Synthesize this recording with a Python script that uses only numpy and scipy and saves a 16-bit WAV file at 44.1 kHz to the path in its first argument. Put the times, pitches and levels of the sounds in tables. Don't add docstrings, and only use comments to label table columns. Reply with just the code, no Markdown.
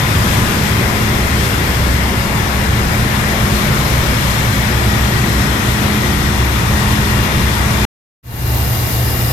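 import sys
import numpy as np
from scipy import signal
from scipy.io import wavfile
from scipy.ndimage import uniform_filter1d

SR = 44100
rng = np.random.default_rng(int(sys.argv[2]) if len(sys.argv) > 2 else 0)


def gain_from_db(level_db):
    decades = np.asarray(level_db, float) / 20
    return 10 ** decades


def to_wav(sig):
    pcm = np.clip(np.atleast_2d(sig), -1, 1) * 32767
    pcm = np.round(pcm).astype(np.int16)
    wavfile.write(sys.argv[1], SR, pcm.T)


N = 411012

PIPES_END_S, TRENCH_START_S = 7.8515, 8.228

# freq_hz, level_db
RIGHT_PORT = [(45, -0.5), (200, 0.9), (450, -3), (1000, -5), (2200, -9), (4000, -13), (5500, -22),
              (7000, -25.5), (9000, -14), (10500, -0.5), (12500, 7.5), (14500, 6.5), (15600, 10)]
# freq_hz, coherence (-1 to 1)
PORT_COHERENCE = [(25, 0.56), (60, 0.99), (215, .94), (390, 0.62), (650, 0.57), (1000, 0.23), (1400, -0.43),
                  (1900, -0.17), (2300, 0.076)]


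def evened(x):
    return x / np.sqrt(np.mean(x ** 2) + 1e-20)


def read(points, hz):
    f, value = np.transpose(points)
    return np.interp(np.log(hz + 1), np.log(f + 1), value)


def coherence(hz):
    return np.clip(read(PORT_COHERENCE, hz), -1, 1)


def wander(t, top_hz):
    drift = 0
    for f in np.geomspace(.2, top_hz, num=16):
        drift = drift + np.sin(2 * np.pi * (f * t + rng.random())) / np.sqrt(f)
    return evened(drift)


def swells(rows, t):
    return sum(db * np.exp(-((t - s) / width) ** 2) for s, width, db in rows)


def walk_db(t, far_db, near_db):
    return far_db + (near_db - far_db) * np.clip(t / 3.6, 0, 1)


def smooth_field(shape, bins, frames):
    field = rng.standard_normal(shape)
    field = uniform_filter1d(field, size=bins, axis=0)
    return evened(uniform_filter1d(field, size=frames, axis=1))


def roar_and_hiss():
    # freq_hz, level_db_per_hz
    by_pipes = [(45, -41), (100, -35), (160, -39), (230, -43), (450, -48.5), (1000, -46.5), (1900, -45),
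                (2850, -51), (3400, -52), (4700, -56.5), (5300, -55.5), (9000, -61), (14000, -68.5),
                (15700, -82)]
    # freq_hz, level_db_per_hz
    by_trench = [(45, -41), (100, -31), (160, -43), (230, -49.5), (450, -51), (1000, -51.5), (1900, -51.5),
                 (2800, -57), (3400, -58.5), (4700, -57), (5200, -59.5), (9000, -62.5), (14000, -62),
                 (15700, -76.5)]
    # time_s, level_db
    swell_points = [(0, -0.5), (.35, 1.1), (.65, 0), (1.8, -0.5), (2.3, -1.5), (2.9, -1), (3.3, 0),
                    (4.4, -.5), (5.5, -0.1), (6.1, -0.1), (6.35, -1.5), (6.8, 0), (7.85, -0.6), (8.5, -0.8),
                    (8.9, -0.7), (9.32, 1)]
    # freq_hz, width_hz, level_db
    pipe_ring = [(374, 48, 3.5), (1850, 180, 0.5), (2070, 120, 0), (3500, 160, 2.5), (4030, 150, 2.5),
                 (4950, 91, 3.5), (5290, 190, 3), (2930, 98, -3.5), (2626, 110.5, -3.5), (1600, 170, -1.5)]

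    hz = np.fft.rfftfreq(2048, 1 / SR)
    f = hz[:, None]
    t = np.arange(N // 256 + 5) * 256 / SR
    shape = (len(hz), len(t))
    in_trench = t > (PIPES_END_S + TRENCH_START_S) / 2
    level_db = np.where(in_trench, read(by_trench, f), read(by_pipes, f))

    swell_db = np.interp(t, *np.transpose(swell_points))
    draught_db = .8 * swell_db
    flicker = np.interp(t, t[::8], rng.standard_normal(len(t[::8])))
    steam_db = swell_db + 0.42 * wander(t, 14.) + 0.51 * flicker
    steam_share = np.clip((f - 2200) / 1200, 0, 1)
    level_db = level_db + (1 - steam_share) * draught_db + steam_share * steam_db

    level_db += .8 * smooth_field(shape, 20, 12)
    level_db += 1.1 * smooth_field(shape, 3, 250)
    level_db -= 40 * np.log10(np.maximum(44 / (f + 1), 1))
    for ring_hz, width_hz, ring_db in pipe_ring:
        level_db += ring_db / (1 + (2 * (f - ring_hz) / width_hz) ** 2)

    left = rng.standard_normal(shape) + 1j * rng.standard_normal(shape)
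    other = rng.standard_normal(shape) + 1j * rng.standard_normal(shape)
    same = coherence(f)
    right = same * left + np.sqrt(1 - same ** 2) * other
    right *= gain_from_db(read(RIGHT_PORT, f))
    spectra = np.array([left, right]) * gain_from_db(level_db)
    return gain_from_db(14.5) * signal.istft(spectra, nperseg=2048, noverlap=1792)[1][:, :N]


def tones(lines, level_db, waver_hz, flutter_db):
    t, out = np.arange(N) / SR, np.zeros((2, N))
    slow = t[::441]
    level_db, waver_hz, flutter_db = (
        np.broadcast_to(v, N)[::441] for v in (level_db, waver_hz, flutter_db))
    for hz, db in lines:
        pitch_hz = np.interp(t, slow, hz + waver_hz * wander(slow, 6.))
        size_db = db + level_db + flutter_db * wander(slow, 4.)
        size = np.sqrt(2) * np.interp(t, slow, gain_from_db(size_db))
        phase = 2 * np.pi * (np.cumsum(pitch_hz) / SR + rng.random())
        out[0] += size * np.sin(phase)
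        out[1] += size * gain_from_db(read(RIGHT_PORT, hz)) * np.sin(phase - np.arccos(coherence(hz)))
    return out


def furnace(t):
    # freq_hz, level_db
    furnace_notes = [(66, -1), (44.3, -16.5), (19.6, -24), (80.5, -10), (111.8, -5), (98.7, -11)]
    # time_s, width_s, rise_db
    flame_surges = [(.2, 0.22, 8.1), (.7, .1, 6.3), (1.25, 0.23, 14), (1.9, 0.4, 14.4), (2.7, 0.32, 9.7),
                    (3.4, .25, 7.6), (3.95, 0.19, 11), (4.9, 0.4, 14), (5.4, 0.11, 11), (6.4, 0.31, 16),
                    (7.0, .12, 7.7), (7.6, 0.39, 12.7), (8.55, 0.23, 16.4), (9.25, 0.18, 9.1)]
    main = tones(furnace_notes[:1], -31.5 + swells(flame_surges, t), waver_hz=0.61, flutter_db=.5)
    return main + tones(furnace_notes[1:], walk_db(t, -21, -25.5), waver_hz=2.2, flutter_db=3.7)


def mains_hum(t):
    mains_hz = 60.03
    # multiple, level_db
    mains_harmonics = [(2, 0), (4, -18), (8, -21)]
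    level_db = np.where(t > PIPES_END_S, -18.5, walk_db(t, -26, -23))
    return tones([(k * mains_hz, db) for k, db in mains_harmonics], level_db, 0.11, 1.1)


def vane_pump(t):
    shaft_hz = 29.76
    # multiple, level_db
    pump_harmonics = [(7, 0), (10, -19), (12, -12), (14, -17), (15, -15), (21, -19)]
    # time_s, width_s, level_db
    pump_spots = [
        (.15, 0.23, -5.5),
        (1.1, 0.18, 2.5),
        (1.75, 0.27, -12),
        (4.2, 0.37, -5.5),
        (5.9, 0.27, 2.5),
        (6.55, 0.094, -6.5),
    ]
    level_db = np.where(t > PIPES_END_S, -36, walk_db(t, -26.5, -24.5)) + swells(pump_spots, t)
    return tones([(k * shaft_hz, db) for k, db in pump_harmonics], level_db, 0.27, 1.1)


def gear_whine(t):
    # freq_hz, level_db
    gear_mesh = [(2789.3, 0)]
    # time_s, width_s, rise_db
    whine_crests = [(.15, .3, 4.4), (1.2, .5, 4.9), (2.2, 0.24, 5), (2.8, .15, 4), (3.4, .3, 2.7),
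                    (4.32, .22, 8.3), (6.42, 0.16, 8.6), (6.95, 0.16, 6), (7.2, 0.17, 8), (7.5, 0.22, 5)]
    in_trench = t > PIPES_END_S
    trench_db = -35.5 - 0.7 + 2.5 * (t - TRENCH_START_S)
    level_db = np.where(in_trench, trench_db, -39 + swells(whine_crests, t))
    return tones(gear_mesh, level_db, np.where(in_trench, .4, 1.3), np.where(in_trench, .3, 1.6))


def fan_and_bearings(t):
    fan_hz = 29.28
    # multiple, level_db
    fan_orders = [(1, -39), (2.035, -28.5), (5, -32), (6.42, -37), (9, -43), (10, -44), (11, -45),
                  (20, -48)]
    # freq_hz, level_db
    bearing_notes = [(1344, -42), (2025, -44), (2387, -48), (2503, -45)]
    shade_db = np.where(t > PIPES_END_S, -8, 0)
    fan = tones([(k * fan_hz, db) for k, db in fan_orders], shade_db, waver_hz=.5, flutter_db=3.6)
    return fan + tones(bearing_notes, shade_db, waver_hz=2.5, flutter_db=2.5)


def steam_leak(t):
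    # time_s, pitch_hz, level_db
    leak_path = [
        (0, 5066, -46),
        (7.85, 5066, -46),
        (8.3, 5090, -45),
        (8.8, 5120, -41),
        (9.1, 5110, -35),
        (9.2, 5060, -35),
        (9.32, 5040, -34),
    ]
    s, pitch_hz, level_db = np.transpose(leak_path)
    pole = np.exp(-np.pi * 40 / SR)
    jet = rng.standard_normal(N) + 1j * rng.standard_normal(N)
    breath = signal.lfilter([1 - pole], [1, -pole], jet)
    carrier = np.exp(2j * np.pi * np.cumsum(np.interp(t, s, pitch_hz)) / SR)
    whistle = evened((breath * carrier).real)
    port_gain = gain_from_db([[0], [read(RIGHT_PORT, pitch_hz[0])]])
    return gain_from_db(np.interp(t, s, level_db)) * whistle * port_gain


def drop_weak_bands(x):
    # freq_hz, level_db_per_hz
    mute_floor = [(3000, -80), (4500, -76), (7000, -73.5), (9300, -73), (12000, -72.5), (14000, -73),
                  (15150, -73), (15260, -50)]
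    window = np.sqrt(signal.windows.hann(2048, sym=False))
    hz, t, z = signal.stft(x, SR, window, nperseg=2048, noverlap=1024, scaling="psd")
    band_hz = hz[4:1024:8]
    power = abs(z[:, :1024].reshape(2, 128, 8, -1)) ** 2
    band_db = 10 * np.log10(2 * power.mean(2) + 1e-20)

    spare = evened(uniform_filter1d(rng.standard_normal((len(t), 2)), size=3, axis=0)).T
    ease_db = np.array([[-9], [-16]]) * np.clip(spare + [[.25], [0]], 0, .8)
    kept = band_db > read(mute_floor, band_hz)[:, None] + ease_db[:, None]

    rich = rng.random(len(t)) < np.where(t > PIPES_END_S, .7, .12)
    kept[1] |= rich & (band_hz > 15100)[:, None]
    z[:, :1024] *= np.repeat(kept, 8, axis=1)
    return signal.istft(z, SR, window, nperseg=2048, noverlap=1024, scaling="psd")[1][:, :N]


def scene():
    t = np.arange(N) / SR
    machines = furnace(t) + mains_hum(t) + vane_pump(t) + gear_whine(t) + fan_and_bearings(t)
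    return roar_and_hiss() + machines + steam_leak(t)


def band_limit(x):
    return signal.sosfilt(signal.butter(12, 15800, fs=SR, output="sos"), x)


def record(dry):
    t = np.arange(N) / SR
    ceiling = 1.25
    heard = drop_weak_bands(ceiling * np.tanh(dry / ceiling))
    gain = np.where(t < PIPES_END_S, 1, np.clip((t - TRENCH_START_S) / .33, 0, 1))
    return band_limit(heard * gain)


dry = scene()
out = record(dry)
to_wav(out)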